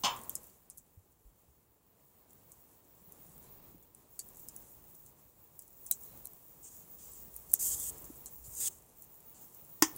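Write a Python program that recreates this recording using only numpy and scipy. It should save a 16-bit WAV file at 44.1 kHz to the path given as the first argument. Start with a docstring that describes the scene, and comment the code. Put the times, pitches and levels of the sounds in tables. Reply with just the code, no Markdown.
"""A wood and charcoal fire in a steel drum outdoors, under a grate and a boiling pot, heard close by.
At first the grate clanks with a low thud; soft low thumps follow. Throughout, flames and water roar
softly, bubbles ring, embers sizzle and crack, and an insect chirrs with its wings. Midway, gas whistles
thinly from the wood; later steam spurts from its pores while an engine drones far off.
Near the end a loud pop knocks the drum and excites its resonances."""
import sys
import numpy as np
from scipy import signal
from scipy.fft import rfft, irfft, next_fast_len
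from scipy.io import wavfile
from scipy.ndimage import uniform_filter1d, map_coordinates

SR = 44100
rng = np.random.default_rng(int(sys.argv[2]) if len(sys.argv) > 2 else 0)


def log_audio(samples):
    """Write samples as a 16-bit WAV file to the path given in sys.argv[1]."""
    # one column per channel
    frames = np.atleast_2d(samples).T
    # limit to full scale, then quantise
    limited = np.clip(frames, -1, 1)
    pcm = np.round(limited * 32767).astype(np.int16)
    wavfile.write(sys.argv[1], SR, pcm)


N = 439677

# The background roar and sizzle swell and sink together.
# Each row: time in seconds, roar in dB, sizzle in dB.
BACKGROUND_LEVELS = [(0.0, -62, -62), (0.14, -57, -59), (0.36, -59.5, -62), (0.6, -70, -71.5),
                     (1.1, -74.5, -76), (1.45, -72.5, -74.5), (1.8, -73.5, -78.5), (2.19, -69.5, -73),
                     (2.52, -68, -68.5), (2.95, -70, -72), (3.28, -64, -64), (3.58, -64, -69),
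                     (3.95, -71, -72.5), (4.3, -65, -63), (4.55, -64, -62.5), (5.38, -70, -71),
                     (5.8, -67.5, -66.5), (6.07, -62.5, -61.5), (6.45, -67.5, -67), (7.05, -64, -60.5),
                     (7.5, -64.5, -62.5), (7.75, -59, -56.5), (8.05, -60, -61), (8.42, -66.5, -62.5),
                     (8.66, -62.5, -60), (8.86, -68, -68), (9.24, -66.5, -65), (9.77, -65.5, -65.5),
                     (9.97, -55.5, -58.5)]


def amp(db):
    """Amplitude ratio of a level in decibels."""
    return 10 ** (np.asarray(db) / 20)


def unit(x):
    """Normalisation to rms 1."""
    return x / np.sqrt(np.mean(x ** 2) + 1e-20)


def peak(x):
    """Normalisation to peak 1."""
    return x / np.abs(x).max()


def along(points, hz):
    """Interpolation of (Hz, value) points on a logarithmic frequency axis."""
    f, values = np.transpose(points)
    return np.interp(np.log(hz + 1), np.log(f + 1), values)


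def curves(rows):
    """Linear interpolation in time: one value per sample for each column after the first."""
    times, *columns = np.transpose(rows)
    return [np.interp(np.arange(N) / SR, times, column) for column in columns]


def wobble(rate):
    """Smooth random modulation: a spline through `rate` knots a second."""
    knots = rng.standard_normal(int(N * rate / SR) + 4)
    grid = np.arange(0, N + 16, 16)
    return np.interp(np.arange(N), grid, map_coordinates(knots, [grid * rate / SR]))


def band(f, centre_hz, width_hz):
    """Frequency response of a damped resonator."""
    return 1j * f * width_hz / (centre_hz * centre_hz - f * f + 1j * f * width_hz)


def filtered(x, response):
    """Linear filtering: the spectrum of x times a frequency response."""
    size = next_fast_len(x.shape[-1] + min(x.shape[-1] // 2, 8192))
    return irfft(rfft(x, size) * response(np.fft.rfftfreq(size, 1 / SR)), size)[..., :x.shape[-1]]


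def add(track, start, sound):
    """Superposition of a sound on a track, from `start` seconds."""
    part = track[max(round(start * SR), 0):][:len(sound)]
    part += sound[:len(part)]


def rush(spectrum, patchy_db, spit_db):
    """Coloured noise of rms 1, modulated by a fast sputter and by patches in time and frequency."""
    sputter = rng.standard_normal(N) * amp(spit_db * wobble(900))
    cells = signal.stft(sputter, nperseg=512)[2]
    patches = uniform_filter1d(rng.standard_normal(cells.shape), size=6, axis=0)
    patches = uniform_filter1d(patches, size=12, axis=1)
    noise = signal.istft(cells * amp(patchy_db * unit(patches)), nperseg=512)[1][:N]
    return unit(filtered(noise, lambda hz: amp(along(spectrum, hz))))


def ring(modes, t, rise_s, blur_hz):
    """A sum of damped modes; phase diffusion broadens each spectral line."""
    phase = 2 * np.pi * rng.random((len(modes), 1))
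    drift = np.cumsum(rng.standard_normal((len(modes), len(t))), axis=1) * np.sqrt(2 * np.pi * blur_hz / SR)
    hz, db, t60 = np.transpose(modes)[:, :, None]
    partials = amp(db - 60 * t / np.maximum(t60, .005)) * np.sin(2 * np.pi * hz * t + phase + drift)
    return partials.sum(axis=0) * (1 - np.exp(-t / rise_s))


def engine():
    """A distant engine: one low tone, randomly modulated in amplitude and frequency."""
    # Each row: time in seconds, pitch in Hz, level in dB.
    drone = [(6.9, 57.2, -83), (7.1, 56.8, -63), (7.4, 56.9, -65.5), (7.7, 57, -57), (8, 56.95, -63),
             (8.3, 57.1, -64), (8.7, 56, -65), (8.95, 55.8, -84)]
    hz, db = curves(drone)
    return amp(db + 3.2 * wobble(19)) * np.sin(2 * np.pi * np.cumsum(hz + 3 * wobble(12)) / SR)


def insect():
    """Amplitude modulation: wing strokes chop a high hiss, which swells once a syllable."""
    # Each row: time in seconds, level at the height of a syllable in dB.
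    chirr = [(0.0, -52.5), (0.3, -54.5), (0.65, -69.5), (1.2, -72), (1.8, -71.5), (2.1, -64.5), (2.6, -62),
             (2.8, -65), (3.1, -57), (3.52, -53), (3.95, -66), (4.07, -66.5), (4.13, -57), (4.5, -53),
             (5.1, -60), (5.6, -59.5), (6.04, -49.5), (6.3, -55.5), (6.9, -52.5), (7.8, -50), (8.4, -51.5),
             (8.7, -57), (8.93, -75), (8.98, -55.5), (9.44, -52), (9.75, -53), (9.97, -48)]
    # Each row: time in seconds, syllables sung so far.
    syllables = [(0.14, 0), (0.79, 4), (1.41, 8), (2.05, 12), (2.92, 18), (3.85, 24), (4.12, 26), (4.9, 31),
                 (5.6, 35), (6.04, 38), (7.53, 48), (8.2, 52), (9.0, 57), (10.025, 64)]
    # The hiss. Each row: frequency in Hz, spectral level in dB.
    wings = [(9000, -40.5), (12500, -21), (14000, -10), (15000, -1.5), (15600, 3), (15900, -11)]
    strokes = np.cos(2 * np.pi * np.cumsum(125 + 6 * wobble(8)) / SR)
    depth_db = 9 * np.abs(.85 + 0.37 * wobble(5.5))
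    pauses = np.abs(np.sin(np.pi * curves(syllables)[0])) ** 3
    hiss = unit(amp(1.4 * strokes) * rush(wings, patchy_db=1.5, spit_db=0.5))
    return amp(curves(chirr)[0] - depth_db * pauses) * hiss


def roar_and_sizzle():
    """Broadband noise in three bands: flames rumble, water roars in the pot, embers sizzle."""
    # Three spectra. Each row: frequency in Hz, spectral level in dB.
    flames = [(12, -30), (20, -6), (28, -9), (52, 0), (90, -4), (150, -10), (210, -31), (350, -120)]
    water = [(35, -27), (60, -5), (110, -2), (170, -2), (250, -5), (450, -4.5), (560, -8), (1040, -10),
             (1440, -18.5), (2470, -21.5), (4410, -23.5), (6000, -26.5), (7800, -49.5), (13200, -120)]
    coals = [(3500, -40.5), (5300, -12), (6300, -5.5), (7500, -1), (9000, -3.5), (12000, -2), (14000, 0.5),
             (15800, -8)]
    # Each row: time in seconds, rumble relative to the roar in dB.
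    flutter = [(0, -8), (0.2, -14), (0.5, -6), (1.6, -3.5), (2.3, -8), (2.9, -13), (3.6, -3.5), (4.0, -7),
               (4.5, -4), (5.8, -5.5), (6.2, -9), (7.5, -10), (8.0, -3), (8.6, -3), (9.1, -6.5),
               (9.97, -12)]
    roar_db, sizzle_db = curves(BACKGROUND_LEVELS)
    rumble_db = roar_db + curves(flutter)[0]
    rumble = amp(rumble_db + 1.7 * wobble(6.2)) * rush(flames, patchy_db=0.1, spit_db=0.5)
    roar = amp(roar_db + 0.87 * wobble(12)) * rush(water, patchy_db=0.16, spit_db=0.73)
    sizzle = amp(sizzle_db + 1.2 + 1.6 * wobble(20)) * rush(coals, patchy_db=1.0, spit_db=1.4)
    return rumble + roar + sizzle


def bubbles():
    """Steam bubbles burst in the pot, each a damped oscillator of rising pitch."""
    # Each row: start in seconds, level in dB, initial pitch in Hz.
    big = [(3.015, -54, 175), (3.075, -51, 160), (3.2, -55, 180), (3.285, -50, 138), (3.355, -53, 190),
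           (3.47, -54, 125), (3.6, -52, 150), (3.75, -48, 155)]
    typical_hz, life_cycles = 170.3, 6.1
    out, roar_db = np.zeros(N), curves(BACKGROUND_LEVELS)[0]
    small = [(when * N / SR, roar_db[int(when * N)] + 5 + 7 * size,
              typical_hz * 2 ** (2.2 * pitch ** 2 - .6)) for when, size, pitch in rng.random((110, 3))]
    for start, db, hz in big + small:
        cycles = np.arange(SR // 10) / SR * hz
        envelope = amp(db) * (1 - np.exp(-cycles)) * np.exp(-3 * cycles / life_cycles)
        add(out, start, envelope * np.sin(2 * np.pi * cycles * (1 + .025 * cycles)))
    return out


def low_thumps():
    """Heavily damped oscillations of a cycle or two: the thud of the grate, then soft low thumps."""
    # Each row: start in seconds, level in dB, pitch in Hz.
    thumps = [(.038, -26, 220), (.972, -38.5, 89), (1.25, -41.5, 45), (1.485, -48.5, 64.7),
              (3.746, -38.5, 290), (8.101, -30, 284), (8.478, -36.5, 105), (8.52, -50, 75)]
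    out = np.zeros(N)
    for start, db, hz in thumps:
        cycles = np.arange(int(6 * SR / hz)) * hz / SR
        add(out, start, amp(db) * cycles * np.exp(-1.4 * cycles) * np.sin(2 * np.pi * cycles))
    return out


def whistles():
    """Gas leaving the wood sounds faint narrow-band tones that swell and fade."""
    # Each row: start in seconds, length in seconds, pitch in Hz, level in dB.
    tones = [(3.4, .15, 4050, -81), (6.03, 0.14, 4060, -74)]
    out = np.zeros(N)
    for start, length, hz, db in tones:
        t = np.arange(round(length * SR)) / SR
        swell = amp(db) * np.sin(np.pi * t / length)
        add(out, start, swell * ring([(hz, 0, 9)], t, rise_s=.01, blur_hz=70))
    return out


def steam_jets():
    """Jet noise: pores in the wood open and shut on a hiss with a low spill and a fine top."""
    # Each row: start and length in seconds, first and last level in dB, relative spill and top in dB.
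    spurts = [(6.622, .068, -56, -53.5, -23, -12), (6.69, 0.16, -61, -66.5, -20, -10),
              (6.979, .25, -58, -63, -15, -9.5), (7.488, .045, -53, -64, -19, -7),
              (7.587, 0.1083, -36, -34, -23.5, 1), (7.694, .056, -32.5, -36, -21, 1),
              (7.747, .155, -44.5, -41, -23.5, 2.5), (7.91, .2, -59.5, -68.5, -24, -3),
              (8.435, .06, -53.5, -59, -17, 1), (8.49, .075, -55, -49.5, -23, -1),
              (8.56, .045, -48, -35.5, -22.5, -2), (8.599, 0.084, -35, -32, -18, -2.5),
              (8.695, 0.09, -55, -67, -22, -6), (9.34, .11, -63.5, -65.5, -18, -14)]
    # Three spectra. Each row: frequency in Hz, spectral level in dB.
    steam_band = [(3500, -45.5), (5000, -20.5), (5700, -16), (6500, -5), (7600, -1.5), (8500, -4.5),
                  (9500, -9.5), (11000, -33)]
    spill_band = [(900, -29), (1500, -13.5), (2300, -13), (3300, -1.5), (4100, -9.5), (5000, 0),
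                  (6000, -31)]
    top_band = [(7500, -35.5), (9000, -3.5), (10300, -4.5), (11500, -1.5), (13000, -4), (14600, 0),
                (15800, -3.5)]
    open_s, shut_s = 0.008, 0.0031
    flow, spill, top = np.zeros((3, N))
    for start, length, first_db, last_db, spill_db, top_db in spurts:
        t = np.arange(round((length + 8 * shut_s) * SR)) / SR
        opening = np.tanh((t / open_s) ** 2) * np.exp(-np.maximum(t - length, 0) / shut_s)
        spurt = amp(first_db + (last_db - first_db) * t / length) * opening
        add(flow, start, spurt)
        add(spill, start, amp(spill_db) * spurt)
        add(top, start, amp(top_db) * spurt)
    hiss = flow * rush(steam_band, patchy_db=2.0, spit_db=1.5)
    hiss += spill * rush(spill_band, patchy_db=3.5, spit_db=1.5)
    return amp(1.2 * wobble(40)) * (hiss + top * rush(top_band, patchy_db=2.5, spit_db=1.5))


def yard(x):
    """Diffuse reverberation: convolution with a short noise tail whose treble dies first."""
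    # Each row: frequency in Hz, time to fall 60 dB in seconds.
    decay_times = [(300, 0.34), (1000, 0.33), (3000, 0.21), (8000, 0.18), (15000, 0.069)]
    hz, t, cells = signal.stft(rng.standard_normal(SR // 2), SR, nperseg=256)
    tail = signal.istft(cells * amp(-60 * t / along(decay_times, hz)[:, None]), SR, nperseg=256)[1]
    return signal.fftconvolve(x, tail / np.linalg.norm(tail))[:N]


def grate_clank():
    """Impact excitation: a few quick contacts set the modes of the grate ringing."""
    # Each row: frequency in Hz, level in dB, time to fall 60 dB in seconds.
    modes = [(490, -35, 1.4), (740, -16, 0.24), (952, -11, 0.26), (1023, -5.5, 0.32), (1114, -17, 0.53),
             (1697, -30, 0.41), (1808, -25.5, 0.36), (1970, -31, 0.44), (2330, -14, 0.21),
             (2630, -18.5, 0.24), (2726, -15, 0.25), (2863, -22, 0.18), (3016, -5.5, 0.19),
             (3266, -12.5, 0.23), (3451, -28, 0.3), (3510, -14, 0.22), (3630, -17, 0.243),
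             (4290, -10.5, 0.087), (4470, -20, 0.19), (4760, -11, 0.089), (5260, -13.5, 0.19),
             (5320, -8, 0.084), (6170, -6.5, 0.076), (6400, -11.5, 0.12), (7160, -13, 0.2),
             (8177, -15, 0.088)]
    # Each row: start in seconds, level in dB.
    contacts = [(0.0359, -28.5), (.045, -26), (.053, -31), (0.063, -44)]
    out, t = np.zeros(N), np.arange(SR // 2) / SR
    for start, db in contacts:
        noise = filtered(rng.standard_normal(len(t)), lambda f: band(f, 3497, 6000))
        clatter = 0.25 * amp(-60 * t / 0.1394) * noise
        add(out, start, amp(db) * (ring(modes, t, rise_s=0.00048, blur_hz=80) + clatter))
    return out


def drum_knock():
    """Forced response: the impulse and rattle of one pop drive the resonances of the steel drum."""
    # Each row: centre in Hz, width in Hz, level in dB at a width of 400 Hz.
    resonances = [(312, 41, -4), (836, 110, -9), (990, 170, -4), (1794, 98, -12), (2450, 590, -20),
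                  (2950, 300, -20), (5410, 700, -1.5), (6080, 800, -0.5), (6880, 670, -8.5)]
    start_s, blow_db = 9.8238, -14
    blow, t = np.zeros(N), np.arange(SR // 2) / SR
    decay = 1.6 * amp(-60 * t / 0.059) + amp(-6 - 60 * t / 0.18)
    rattle = filtered(decay * rng.standard_normal(len(t)), lambda f: band(f, 4400, 7000))
    impulse = -22.5 * (t == 0)
    add(blow, start_s, amp(blow_db) * (impulse + rattle))
    return filtered(blow, lambda f: sum(amp(db) * 400 / width * band(f, hz, width)
                                        for hz, width, db in resonances))


def crack(hz, wood_hz, wood_db, tail_db):
    """A transient with a brief woody resonance, reflections off grate, pot and wall, then scattering."""
    # The scattered treble. Each row: frequency in Hz, spectral level in dB.
    tail_band = [(1500, -46), (3000, -27), (4800, -25), (6000, -7.5), (7500, 0.5), (10000, -10.5),
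                 (15500, -15)]
    t = np.arange(SR // 12) / SR
    burst = (1 - np.exp(-(t / .0011) ** 6)) * amp(-60 * t / .006) * rng.standard_normal(len(t))
    # small embers give no low tones
    thin = lambda f: band(f, 10380, 20000) ** 4 * (f / 5300) ** 8 / (1 + (f / 5300) ** 8)
    snap = peak(filtered(burst, lambda f: thin(f) * (0.23 + band(f, hz, 5000))))
    drive = np.abs(burst) * np.sin(2 * np.pi * wood_hz * t) + 1.3 * burst
    wood = filtered(drive, lambda f: band(f, wood_hz, 4200) * (.26 + band(f, wood_hz, 330)))
    wood = amp(wood_db) * peak(wood)
    grains = amp(2.2 * rng.standard_normal(len(t) // 64 + 1)).repeat(64)[:len(t)]
    grit = unit(filtered(grains * rng.standard_normal(len(t)), lambda f: amp(along(tail_band, f))))
    scatter = (1 - np.exp(-(t / 0.0017) ** 2)) * amp(-60 * t / 0.1) * grit
    sound = snap + wood + amp(tail_db) * scatter
    dull = filtered(snap, lambda f: 0.22 + 1.4 * band(f, 7200, 3500) ** 2) + 1.4 * wood
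    for delay_s, db in [(.0018, 13.5), (.0064, 12), (.012, 7), (.02, 0)]:
        smear = rng.standard_normal(round(.28 * delay_s * SR) + 1)  # rough walls spread each echo
        echo = signal.fftconvolve(dull, smear / np.linalg.norm(smear))
        add(sound, delay_s, amp(db + tail_db + rng.normal(0, 1.74)) * echo)
    return peak(sound)


def embers():
    """Impulsive sources: clear cracks over a random patter whose level follows the sizzle."""
    # Each row: start in seconds, peak in dB, pitch in Hz, wood ring in Hz, relative ring and tail in dB.
    cracks = [(0.1624, -37, 9600, 3600, -20.5, -13.5), (0.1892, -39.5, 11570, 2900, -19, -23.5),
              (0.2138, -38, 9200, 4500, -26, -29), (0.2344, -36, 10600, 3200, -32, -26),
              (0.244, -39.5, 10800, 4900, -22, -26.5), (0.2942, -20, 13200, 3300, -29, -24),
              (0.3525, -21, 9990, 5150, -23, -21), (0.4319, -41.5, 10800, 4400, -31, -20),
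              (0.441, -40.5, 10800, 4700, -35, -30.5), (0.469, -44.5, 10700, 4540, -30, -26),
              (0.497, -45, 10700, 4580, -20, -18.5), (0.6991, -32.5, 10300, 5180, -27, -19.5),
              (0.7735, -40, 11800, 4900, -35.5, -16), (0.7805, -32.5, 12900, 4360, -38, -24),
              (2.3045, -49.5, 8800, 3400, -26, -15), (2.331, -45, 10930, 3400, -28, -28),
              (2.518, -36.5, 8300, 4700, -35, -23), (3.1212, -36, 13600, 4300, -37, -26),
              (3.379, -42, 12300, 3800, -38, -34), (3.8254, -47.5, 11800, 3500, -27, -18),
              (3.9477, -38, 11400, 4300, -45, -26), (4.1912, -26.5, 8750, 4600, -18, -16.5),
              (4.2869, -41, 12200, 3500, -36, -26), (4.3696, -38.5, 12500, 4100, -40, -21),
              (4.394, -39, 10800, 4500, -33, -19), (4.485, -28.5, 8600, 5130, -21.5, -22.5),
              (4.5629, -29, 10700, 5100, -37, -28), (4.9496, -41, 7900, 4220, -35, -20),
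              (5.0615, -42, 10460, 4100, -27, -18), (5.591, -32, 11600, 4870, -27.5, -22),
              (5.6205, -38, 13330, 4800, -36, -21), (5.6778, -43.5, 11200, 4300, -37, -23),
              (5.8423, -44.5, 10200, 4400, -32, -21.5), (5.8635, -32, 9000, 3300, -37, -18),
              (5.9113, -8, 13400, 3990, -25, -23), (6.033, -35.5, 12100, 4200, -38, -23),
              (6.1731, -39, 12100, 3400, -35, -30), (6.246, -41.5, 10200, 3800, -32, -16),
              (6.2542, -24.5, 12300, 4200, -30, -29), (6.2704, -31, 10800, 4100, -35, -36),
              (6.3331, -36.5, 12400, 3700, -39, -36), (7.1173, -37, 12800, 4600, -34, -24),
              (7.1336, -39.5, 10700, 4500, -31, -22), (7.3414, -38.5, 12900, 3610, -34, -29.5),
              (7.3631, -27.5, 11800, 4100, -47, -26.5), (7.5155, -30.5, 13230, 3880, -41, -20.5),
              (7.5335, -15.5, 11480, 4370, -41, -17), (7.5377, -0.5, 12300, 4900, -44.5, -33.5),
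              (7.798, -26, 9900, 4490, -40, -15), (7.9811, -36, 10900, 3180, -40, -24),
              (8.0203, -36, 11700, 4000, -33, -32), (8.042, -36.5, 7300, 4390, -38, -17.5),
              (8.0531, -40.5, 8700, 3800, -28, -31), (8.157, -44, 10200, 4830, -31, -18),
              (8.1691, -44, 7500, 4000, -29, -24), (8.258, -28, 7380, 4180, -29, -15.5),
              (8.5502, -34, 10000, 4180, -39, -16), (9.021, -36.5, 12450, 3600, -41, -20),
              (9.0409, -45, 12400, 3700, -36, -21), (9.2036, -44, 11800, 3300, -33.5, -30),
              (9.2969, -43.5, 13080, 3800, -38, -33), (9.5462, -38, 12700, 4000, -30, -19),
              (9.6484, -40.5, 12400, 3290, -36, -33), (9.8226, -7, 13200, 4890, -15, -21),
              (9.9619, -28, 12480, 4600, -27, -36)]
    out, sizzle_db = np.zeros(N), curves(BACKGROUND_LEVELS)[1]
    patter = [(when * N / SR, sizzle_db[int(when * N)] + 11.5 + 6.5 * size,
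               6500 + 7000 * pitch, 4000, -30.5, -25.5) for when, size, pitch in rng.random((100, 3))]
    for start, db, *colour in cracks + patter:
        add(out, start, amp(db) * crack(*colour))
    return out


def scene():
    """Superposition of all sources in mono; the grate and the drum reverberate in the yard."""
    mix = roar_and_sizzle() + bubbles() + engine() + insect() + steam_jets() + whistles() + embers()
    grate, drum = grate_clank(), drum_knock()
    steel = grate + amp(-8) * yard(grate) + drum + amp(-20) * yard(drum)
    return (mix + steel + low_thumps())[None]


def record(dry):
    """Soft saturation rounds the loudest peaks; a low-pass filter limits the band."""
    ceiling, top_hz = .95, 15790
    soft = dry / (1 + np.abs(dry / ceiling) ** 8) ** (1 / 8)
    return filtered(soft, lambda hz: hz < top_hz)


dry = scene()
out = record(dry)
log_audio(out)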